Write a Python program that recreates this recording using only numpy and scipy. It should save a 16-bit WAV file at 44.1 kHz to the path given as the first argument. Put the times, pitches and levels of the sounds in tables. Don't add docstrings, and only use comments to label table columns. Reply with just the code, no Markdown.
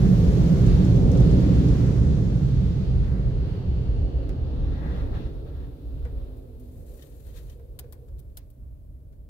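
import sys
import numpy as np
from scipy import signal
from scipy.fft import rfft, irfft
from scipy.io import wavfile
from scipy.ndimage import uniform_filter1d

SR = 44100
rng = np.random.default_rng(int(sys.argv[2]) if len(sys.argv) > 2 else 0)


def generate_wav(signal):
    frames = np.transpose(np.atleast_2d(signal))
    scaled = np.clip(frames, -1, 1) * 32767
    pcm = np.round(scaled).astype(np.int16)
    wavfile.write(sys.argv[1], SR, pcm)


N = 409688
T = np.arange(N) / SR
HZ = np.maximum(np.arange(N // 2 + 1) * SR / N, 1.)

# hz, coherence (0-1), left_lead_rad, left_minus_right_db
PORTS = [(30, .98, .85, -2.8), (58, .98, .55, -1), (90, .9, .15, 0), (128, .98, -.15, -4.5),
         (180, .95, .4, -4), (250, .85, .35, .5), (350, .75, .3, -2.5), (500, .47, .3, -4),
         (700, .2, 1.5, -3), (1100, .14, 3.1, 0), (7000, .07, 3.1, -2), (9000, 0, 3.1, 2),
         (12500, 0, 3.1, 6), (15800, 0, 3.1, 3)]
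# time_s, share (0-1)
BEHIND = [(3.15, 0.31), (3.7, 0.52), (4.6, 0.96), (5.4, 0.68)]
# time_s, panels_db, seals_db
JETS = [(0, 0, -1), (.5, -.2, 0.7), (1.2, 1, -3), (1.8, -1, -1.5), (2.3, -3.5, -6.5), (2.7, -9.5, -9.5),
        (3.15, -13.5, -16), (3.55, -15.5, -19.5), (4.0, -23, -18.5), (4.7, -29, -33.5), (5.3, -36, -28),
        (6.5, -56, -65)]
# time_s, level_db
ROAR = [(0, -3.5), (.5, -4), (1.2, 1.3), (1.9, -4), (2.7, -2.5), (3.15, -2.6), (3.55, -3), (4.0, -4.5),
        (4.3, -5.5), (4.7, -6.5), (5.23, -6), (5.38, -11), (5.75, -14.5), (6.1, -15), (6.5, -18),
        (7.1, -22.5), (7.5, -23), (8.1, -25.5), (8.5, -37), (9.29, -32.5)]
DRIVE = {"boom": (-23, 0.5, -22.5, 1.17, 2, -43.5), "roof": (-21, 0.62, -34.5, 0.96, 0.5, -64.5),
         "upper roof": (-21.5, 0.94, -41, 7, .1, -73.5), "door": (-29.5, 1.4, -44.5, 1.27, 11, -67),
         "glass": (-33.5, 2.07, -42.5, 0.85, 4, -77), "low hiss": (-50.5, 1, -56, 1.5, 3.5, -110),
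         "high hiss": (-54.5, 0.9, -57.5, 1, -8, -110), "top hiss": (-58, 1, -77.5, 4, -1.5, -110)}

# hz, width_hz, level_db
BOOM_MODES = [(46.2, 23, -12), (59.8, 35.4, 0), (82, 31, -17.5)]
# hz, width_hz, level_db
BOOM_BEHIND_MODES = [(41, 30, -3.5), (60, 20, -6.5), (80, 25, -19)]
# start_s, length_s, lift_db
BOOM_SWELLS = [(0.237, 0.027, 5.5), (0.644, 0.05, 5.5), (2.058, 0.028, 3), (2.905, 0.35, 3.5),
               (3.625, 0.059, 1), (3.882, 0.18, 4), (4.41, 0.043, 4), (4.623, 0.12, 7), (5.053, 0.14, 2.5),
               (5.572, 0.14, 4.5), (5.76, 0.031, -10), (5.864, 0.37, 7.5), (6.73, 0.073, 5.5),
               (6.995, 0.094, -6), (7.303, 0.14, 4), (8.126, 0.091, 6), (8.51, .05, -4.5), (8.62, 0.027, 7)]
SWELL_EDGE_S = 0.082
# hz, width_hz, level_db
ROOF_MODES = [(120.9, 28, 0)]
# hz, width_hz, level_db
ROOF_BEHIND_MODES = [(114, 33, -1), (137, 28, -2.5)]
# hz, width_hz, level_db
UPPER_ROOF_MODES = [(155.5, 33.5, -1.5), (179.1, 28.4, 0.5)]
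# hz, width_hz, level_db
DOOR_MODES = [(214.3, 23, -1), (244.5, 38, -0.16), (286.4, 66, -1.1)]
# hz, width_hz, level_db
DOOR_BEHIND_MODES = [(225, 6.8, -5), (257, 67, -2), (300, 63, -6)]
JETS_REACH_DOOR_S, DOOR_EARLY_DB, ROOF_EARLY_DB = 0.82, -6.5, 4
# hz, width_hz, level_db
GLASS_MODES = [(379, 101, 3.5), (440, 164, -1), (570, 210, -12), (730, 300, -27.5)]
# hz, width_hz, level_db
GLASS_BEHIND_MODES = [(375, 200, -2), (458, 67, -1.5), (536, 87, -3.5), (643, 53, -11.5), (706, 123, -13.5)]
# hz, width_hz, level_db
ROAD_MODES = [(232, 19, 3.5), (300, 30, 4.5), (590, 110, -3.5)]
ROAD_DB = -67

# hz, level_db (per Hz)
LOW_HISS = [(500, -25.5), (750, -8.5), (1100, -4.5), (1500, -7), (2000, -9.5), (2600, -17), (4000, -34)]
# hz, width_hz, level_db
LOW_HISS_BEHIND_MODES = [(774, 320, 13.5), (1300, 600, -11.5), (2620, 580, -15)]
# hz, level_db (per Hz)
HIGH_HISS = [(1500, -19), (2300, 0), (3000, 2), (3800, 1), (4600, 0.5), (5500, -9.5), (8000, -32)]
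# hz, width_hz, level_db
HIGH_HISS_REAR_MODES = [(2560, 1300, -6), (3730, 1500, -1.5), (4520, 930, -6)]
# hz, width_hz, level_db
RIDGE_MODES = [(2870, 630, -1), (4400, 400, -4)]
RIDGE_S, RIDGE_HOLD_S, RIDGE_EDGE_S, RIDGE_DB = 3.5, 0.74, 0.61, -66.5
# hz, level_db (per Hz)
TOP_HISS = [(4000, -28), (5200, -1), (6500, -1.5), (7300, -5), (8200, -10), (10000, -14.5), (12300, -24),
            (15800, -30)]
# hz, level_db (per Hz)
SIZZLE = [(8000, -19.5), (10000, -2.5), (12500, 0), (15800, -7.5)]
SIZZLE_START_DB, SIZZLE_FADE_DB_PER_S = -64.5, 8.5
# time_s, lift_db
SPITS = [(.664, 9), (0.8472, 8), (.958, 4.5), (1.1154, 11.5), (1.172, 8), (1.202, 7), (1.285, 1),
         (1.313, 7), (1.403, 6), (1.684, 7), (1.864, 4)]
SPIT_DECAY_S = 0.063
HISS_PAN_DB, HISS_PAN_BEHIND_DB, HISS_PAN_OUTSIDE_DB, OUTSIDE_S = -0.5, 4, 1.5, 4.8

# hz, level_db (per Hz)
MIC_HISS = [(700, -6), (1000, -0.5), (2000, -9), (6000, -12), (10000, -9.5), (11500, -10), (13200, -6),
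            (15800, -8)]
# hz, left_minus_right_db
MIC_HISS_PAN = [(900, 8), (5000, 4.5), (9000, 7), (13000, 6)]
# time_s, level_db
MIC_HISS_LEVEL = [(3.5, -92), (4.6, -78), (6.0, -73.5), (8.0, -76), (9.2, -80.5)]
# hz, level_db (over the hiss)
WHINE = [(11712, -23)]

# start_s, level_db, left_minus_right_db, dull_db, top_db, t60_s
TICKS = [(4.2924, -47.5, -15, -5.5, -9, 0.008), (5.467, -79, 4, 10, -10, .06),
         (6.0516, -68.5, 8, 12.5, -15, 0.045), (6.175, -81, 11, 15, -7, .045),
         (6.3691, -77, 3.5, -8, 9, 0.086), (6.5974, -73, 6, -9, 7, .07), (7.023, -61, 6, -11, 2, .034),
         (7.266, -69, 5.5, 2, 6, .07), (7.498, -61, 0, -22, -6, .04), (7.5957, -77, 4, 7, -3, 0.044),
         (7.7902, -45, 0.5, -11, 5, 0.044), (7.8394, -73.5, 6, 5, -9, 0.033), (7.925, -59, 4, -2, 6, 0.062),
         (8.082, -70, 2, -2, -2, 0.054), (8.185, -71, 8, -5, -10, .03), (8.192, -66.5, 7, -24, 7, 0.06),
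         (8.298, -79, -1, -5, -14, .04), (8.371, -45.5, 0, -15, 6.5, 0.043),
         (8.502, -74.5, 3, -18, 11, 0.049), (9.126, -74.5, 1, -2, -7, .06)]
# hz, level_db (per Hz)
TICK_BRIGHT = [(1500, -22), (3000, 3), (4000, 3.5), (6000, 2), (8000, -0.5), (10000, -3.5)]
# hz, level_db (per Hz)
TICK_TOP = [(6500, -25), (8500, -3), (10500, -4), (13000, 0), (15800, -3)]
# hz, width_hz, level_db
TICK_DULL_MODES = [(646, 190, 6.5), (960, 390, -2), (1476, 120, -0.5), (1700, 500, -5.5), (2300, 600, -10)]
# hz, width_hz, level_db
TICK_TAIL_MODES = [(1000, 900, 2), (2300, 1600, 1), (4300, 3000, 0)]
# hz, level_db (relative), t60_s (at most the tick's own)
TRIM_MODES = [(1480, -20, .05), (3300, -8, .03), (4900, -5, .02), (6850, 0, 0.043), (9100, -2, .011),
              (10780, -10, .04), (12500, -3, .04), (14620, -5, .024)]
TRIM_DB, TRIM_SCATTER_DB, TRIM_DETUNE = -7, 3.5, 0.044
CRACK_T60_S, CRACK_DB = .003, 4
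TICK_TAIL_T60_S, TICK_TAIL_DB, TICK_RIGHT_RISE_S = 0.24, -20, 0.0013
TICK_BOUNCE_S, TICK_BOUNCE_DB = 0.0029, -9

# start_s, length_s, rise_s (per 20 dB), lower_db, upper_db, whistle_db
GUSTS = [(4.47, .2, .45, -65, -80, -67), (4.74, .27, .5, -59, -64, -64), (4.84, .07, .15, -62, -59, -72),
         (4.96, .05, .1, -60, -63, -66), (5.155, .02, .06, -53, -60, -62), (5.2, .07, .05, -65, -69, -64),
         (5.3, .1, .05, -67, -84, -73), (5.47, .03, .04, -63, -76, -72), (5.55, .1, .08, -64, -73, -72),
         (5.75, .22, .2, -74, -90, -76), (6.0, .28, .15, -72, -88, -77), (6.052, .015, .02, -66, -72, -72),
         (6.19, .03, .03, -73, -84, -84)]
LOWER, UPPER, WHISTLE = 3, 4, 5
# hz, width_hz, level_db
GUST_LOWER_MODES = [(776, 460, 2), (1150, 230, -1.2), (1340, 200, -0.5), (1630, 150, -5)]
# hz, width_hz, level_db
GUST_UPPER_MODES = [(1640, 360, -1), (1870, 150, 1.5), (2040, 260, -5)]
# hz, width_hz, level_db
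GUST_WHISTLE_MODES = [(2700, 1000, -2), (3620, 860, 0), (4220, 700, -6.5), (5460, 700, -12.5)]
GUST_FALL_S, GUST_FALL_PER_LENGTH = 0.019, 0.98
GUST_LOW_HISS_DB, GUST_ROOF_DB = 5, 18.5
GUST_TOP_HISS_DB = -16

HUM_PEAK_S, HUM_HOLD_S, HUM_RISE_S, HUM_FALL_S = 5.65, 1.05, 1.4, .5
HUM_HZ, HUM_SAG_HZ_PER_S, HUM_DB = 274, 28, -54

# start_s, peak_db
THUMPS = [(6.053, -41), (7.599, -55), (7.838, -48), (8.029, -51)]
THUMP_HZ, THUMP_T60_S = 477, 0.088
PANEL_S, PANEL_HOLD_S, PANEL_EDGE_S, PANEL_DB, PANEL_WIDTH_HZ = 6.83, 1.12, 0.62, -60.5, 125

# start_s, length_s, bright_db, dull_db
STROKES = [(6.624, .07, -76, -81), (6.725, 0.1, -71, -80.5), (6.873, .2, -66, -74.5),
           (6.992, 0.049, -79, -71.5), (7.1, 0.16, -69.5, -76.5), (7.268, 0.052, -69, -71),
           (7.361, 0.027, -62.5, -63.5), (7.424, 0.046, -70, -73), (7.501, 0.023, -67.5, -72)]
STROKE_RISE_S, STROKE_FALL_S = 0.049, 0.065
# hz, level_db (per Hz)
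RUB_BRIGHT = [(4000, -18.5), (6500, -9), (9000, -6), (11000, -7.5), (13000, -4), (15800, -9.5)]
# hz, width_hz, level_db
RUB_DULL_MODES = [(1090, 940, -6.5), (1850, 790, -7), (2580, 470, -7), (3078, 330, -9), (3940, 1700, -5.5),
                  (6600, 1800, -11)]
# start_s, level_db
SNAGS = [(6.993, -66), (7.023, -58.5), (7.268, -76), (7.3, -71), (7.361, -66), (7.385, -62), (7.497, -62),
         (7.525, -72)]
SNAG_FALL_S = 0.015
# hz, width_hz, level_db
RIM_MODES = [(1880, 160, 2), (2640, 150, -11), (3100, 250, 2), (3760, 300, -2), (5640, 500, -8),
             (6640, 300, -7)]

MIC_LOW_HZ, TOP_HZ = 35.7, 15750
OVERLOAD = .62


def undb(db):
    return 10 ** (np.asarray(db) / 20)


def over_hz(table):
    hz, *columns = np.transpose(table)
    return [np.interp(np.log(HZ), np.log(hz), c) for c in columns]


def over_time(table):
    s, *columns = np.transpose(table)
    return [np.interp(T, s, c) for c in columns]


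def modes(table):
    power = 0
    for hz, width, db in table:
        detuning = (HZ - hz ** 2 / HZ) / width
        power = power + undb(2 * db) / (1 + detuning ** 2) ** 2
    return np.sqrt(power)


def colour(table):
    low_hz, low_db = table[0]
    return undb(over_hz([(low_hz / 2, low_db - 40)] + list(table))[0])


def walk(rate):
    k = int(SR / rate)
    held = np.repeat(rng.standard_normal(N // k + 1), k)
    return 1.3 * uniform_filter1d(uniform_filter1d(held, k), k)[:N]


def air(gain, steady_s=0.12, flicker_db=0., flicker_hz=12):
    coherence, lead, pan_db = over_hz(PORTS)
    coherence = np.clip(coherence, 0, 1)
    shared, separate = gain * rfft(rng.standard_normal((2, N)))
    right = coherence * np.exp(-1j * lead) * shared + np.sqrt(1 - coherence ** 2) * separate
    pair = irfft([shared * undb(pan_db / 2), right * undb(-pan_db / 2)], N)
    k = int(steady_s * SR)
    power = uniform_filter1d(uniform_filter1d(pair.mean(axis=0) ** 2, k), k)
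    return pair / np.sqrt(power) * undb(flicker_db * walk(flicker_hz))


def sides(pan_db):
    return undb(np.outer([.5, -.5], pan_db))


def shifting(near, behind, pan_db=0., **noise):
    share = np.clip(over_time(BEHIND)[0], 0, 1)
    front = np.sqrt(1 - share) * air(near, **noise)
    rear = np.sqrt(share) * air(behind, **noise) * sides(pan_db)
    return front + rear


def patchy(table, **noise):
    weights = undb([db for *_, db in table]) * np.sqrt([width for _, width, _ in table])
    layers = sum(w * air(modes([mode]), **noise) for w, mode in zip(weights, table))
    return layers / np.linalg.norm(weights)


def surge(start, length, rise, fall):
    before, after = (start - T) / rise, (T - start - length) / fall
    return undb(-20 * np.maximum(np.maximum(before, after), 0))


def driven(layer):
    (panels_db, seals_db), (roar_db,) = over_time(JETS), over_time(ROAR)
    jet_db = seals_db if "hiss" in layer else panels_db
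    full_db, per_jet, far_db, per_roar, behind_db, road_db = DRIVE[layer]
    jet = undb(full_db + per_jet * jet_db)
    roar = undb(far_db + per_roar * roar_db + behind_db * np.clip(over_time(BEHIND)[0], 0, 1))
    return np.sqrt(jet ** 2 + roar ** 2 + undb(road_db) ** 2)


def gust(column):
    power = 0
    for row in GUSTS:
        start, length, rise = row[:3]
        fall = GUST_FALL_S + GUST_FALL_PER_LENGTH * length
        power = power + (undb(row[column]) * surge(start, length, rise, fall)) ** 2
    return np.sqrt(power)


def steady(sos, x):
    settled = signal.sosfilt_zi(sos)[:, None] * x[None, :, :1]
    return signal.sosfilt(sos, x, zi=settled)[0]


def body():
    swell_db = sum(db * surge(s, length, SWELL_EDGE_S, SWELL_EDGE_S) for s, length, db in BOOM_SWELLS)
    cabin = driven("boom") * undb(swell_db)
    cabin = cabin * shifting(modes(BOOM_MODES), modes(BOOM_BEHIND_MODES), steady_s=0.72)

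    roof = driven("roof") * shifting(modes(ROOF_MODES), modes(ROOF_BEHIND_MODES),
                                     steady_s=0.3, flicker_db=0.83, flicker_hz=7)
    early = np.clip(1 - T / JETS_REACH_DOOR_S, 0, 1)
    upper_gain = np.hypot(driven("upper roof") * undb(ROOF_EARLY_DB * early),
                          undb(GUST_ROOF_DB) * gust(UPPER))
    roof += upper_gain * air(modes(UPPER_ROOF_MODES), steady_s=0.3, flicker_db=1.5, flicker_hz=6.026)

    door = driven("door") * undb(DOOR_EARLY_DB * early)
    door = door * shifting(modes(DOOR_MODES), modes(DOOR_BEHIND_MODES), pan_db=-0.5,
                           steady_s=0.86, flicker_db=1.0, flicker_hz=4)
    glass = driven("glass") * shifting(modes(GLASS_MODES), modes(GLASS_BEHIND_MODES), pan_db=2.0,
                                       steady_s=0.15, flicker_db=1.34, flicker_hz=6)
    road = undb(ROAD_DB) * air(modes(ROAD_MODES))
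    return cabin + roof + door + glass + road


def spits():
    lift_db = 0
    for s, db in SPITS:
        lift_db = lift_db + db * (T >= s) * undb(-60 * np.maximum(T - s, 0) / SPIT_DECAY_S)
    return undb(lift_db)


def jets():
    pan_db = HISS_PAN_DB + HISS_PAN_BEHIND_DB * over_time(BEHIND)[0] + HISS_PAN_OUTSIDE_DB * (T > OUTSIDE_S)
    low_gain = np.hypot(driven("low hiss"), undb(GUST_LOW_HISS_DB) * gust(UPPER))
    low = low_gain * shifting(colour(LOW_HISS), modes(LOW_HISS_BEHIND_MODES), flicker_db=1.5, flicker_hz=7)

    high = driven("high hiss") * shifting(colour(HIGH_HISS), modes(HIGH_HISS_REAR_MODES), flicker_db=1.35)
    ridge_gain = undb(RIDGE_DB) * surge(RIDGE_S, RIDGE_HOLD_S, RIDGE_EDGE_S, RIDGE_EDGE_S)
    high += ridge_gain * air(modes(RIDGE_MODES))

    treble_lift = spits()
    top_gain = np.hypot(driven("top hiss"), undb(GUST_TOP_HISS_DB) * gust(WHISTLE))
    top = top_gain * treble_lift * air(colour(TOP_HISS), flicker_db=.4, flicker_hz=25)
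    sizzle_gain = undb(SIZZLE_START_DB - SIZZLE_FADE_DB_PER_S * T) * treble_lift
    sizzle = sizzle_gain * air(colour(SIZZLE), flicker_db=1.0)
    return (low + high + top + sizzle) * sides(pan_db)


def quiet():
    hiss = air(colour(MIC_HISS), steady_s=.5)
    hiss = irfft(rfft(hiss) * sides(over_hz(MIC_HISS_PAN)[0]), N)
    tone = 0
    for hz, db in WHINE:
        phase = 2 * np.pi * hz * T + 1.4 * walk(60)
        tone = tone + undb(db) * np.sqrt(2) * np.sin(phase)
    return undb(over_time(MIC_HISS_LEVEL)[0]) * (hiss + tone * sides(26.0))


def ticks():
    crackle = undb(np.where(walk(400) > 0, 1.5, -3.5))
    bright = crackle * air(colour(TICK_BRIGHT))
    top = crackle * air(colour(TICK_TOP))
    dull, cabin = air(modes(TICK_DULL_MODES)), air(modes(TICK_TAIL_MODES))
    out, t = np.zeros((2, N)), np.arange(int(.15 * SR)) / SR
    mode_hz, mode_db, mode_t60 = np.transpose(TRIM_MODES)[:, :, None]
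    strikes = rng.standard_normal((len(TICKS), 2, len(TRIM_MODES), 1))
    crack = undb(CRACK_DB - 60 * t / CRACK_T60_S)
    tail = undb(TICK_TAIL_DB - 60 * t / TICK_TAIL_T60_S)
    rise = np.array([np.ones(len(t)), 1 - np.exp(-t / TICK_RIGHT_RISE_S)])
    for (s, db, pan_db, dull_db, top_db, t60), (detune, scatter) in zip(TICKS, strikes):
        at = slice(int(s * SR), int(s * SR) + len(t))
        bounce = (t > TICK_BOUNCE_S) * undb(TICK_BOUNCE_DB + 60 * TICK_BOUNCE_S / t60)
        fall = undb(-60 * t / t60) * (1 + bounce)
        burst = (bright[:, at] + undb(top_db) * top[:, at]) * (crack + fall)
        burst += cabin[:, at] * tail
        burst += undb(dull_db) * dull[:, at] * (fall + 5.9 * tail)
        ring_gain = undb(mode_db + TRIM_SCATTER_DB * scatter - 60 * t / np.clip(mode_t60, .005, t60))
        ring_hz = mode_hz * (1 + TRIM_DETUNE * detune)
        burst += undb(TRIM_DB) * np.sum(ring_gain * np.sin(2 * np.pi * ring_hz * t), axis=0)
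        out[:, at] += undb(db) * sides(pan_db) * rise * burst
    return out


def hum():
    hz = HUM_HZ - HUM_SAG_HZ_PER_S * (T - HUM_PEAK_S)
    phase = 2 * np.pi * np.cumsum(hz + 15. * walk(40)) / SR
    gain = surge(HUM_PEAK_S, HUM_HOLD_S, HUM_RISE_S, HUM_FALL_S) * undb(HUM_DB + 3.5 * walk(25))
    return gain * np.sqrt(2) * np.sin(phase)


def gusts():
    lower = gust(LOWER) * patchy(GUST_LOWER_MODES, flicker_db=1.7, flicker_hz=20)
    upper = gust(UPPER) * patchy(GUST_UPPER_MODES, flicker_db=1.7, flicker_hz=20)
    whistle = gust(WHISTLE) * air(modes(GUST_WHISTLE_MODES), flicker_db=1.2, flicker_hz=20)
    return (lower + upper) * sides(2.8) + whistle * sides(1.7)


def thumps():
    out, t = np.zeros(N), np.arange(int(.2 * SR)) / SR
    envelope = (1 - np.exp(-t / 0.0044)) * undb(-60 * t / THUMP_T60_S)
    ring = envelope * np.sin(2 * np.pi * THUMP_HZ * t)
    for s, db in THUMPS:
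        out[int(s * SR):int(s * SR) + len(t)] += undb(db) * ring / ring.max()
    drone = air(modes([(THUMP_HZ, PANEL_WIDTH_HZ, 0)]), flicker_db=1.5, flicker_hz=26)
    drone_gain = undb(PANEL_DB) * surge(PANEL_S, PANEL_HOLD_S, PANEL_EDGE_S, PANEL_EDGE_S)
    return out + drone_gain * drone


def rub():
    powers = np.array([surge(s, length, STROKE_RISE_S, STROKE_FALL_S) ** 2 for s, length, *_ in STROKES])
    levels_db = np.array(STROKES)[:, 2:].T
    bright_gain, dull_gain = np.sqrt(undb(2 * levels_db) @ powers)
    bright = bright_gain * air(colour(RUB_BRIGHT), flicker_db=1.5, flicker_hz=260) * sides(4.3)
    dull = dull_gain * air(modes(RUB_DULL_MODES), flicker_db=1.5, flicker_hz=119) * sides(8.9)
    snag_gain = sum(undb(db) * surge(s, 0.0035, 0.0018, SNAG_FALL_S) for s, db in SNAGS)
    return bright + dull + snag_gain * air(modes(RIM_MODES)) * sides(6.7)


def scene():
    return body() + jets() + quiet() + hum() + ticks() + gusts() + thumps() + rub()


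def record(dry):
    mic = steady(signal.butter(2, MIC_LOW_HZ, "high", fs=SR, output="sos"), dry)
    excess = np.maximum(np.abs(mic) - OVERLOAD, 0)
    bent = mic - 0.24 * np.sign(mic) * excess
    return steady(signal.ellip(12, .2, 80, TOP_HZ, fs=SR, output="sos"), bent)


dry = scene()
out = record(dry)
generate_wav(out)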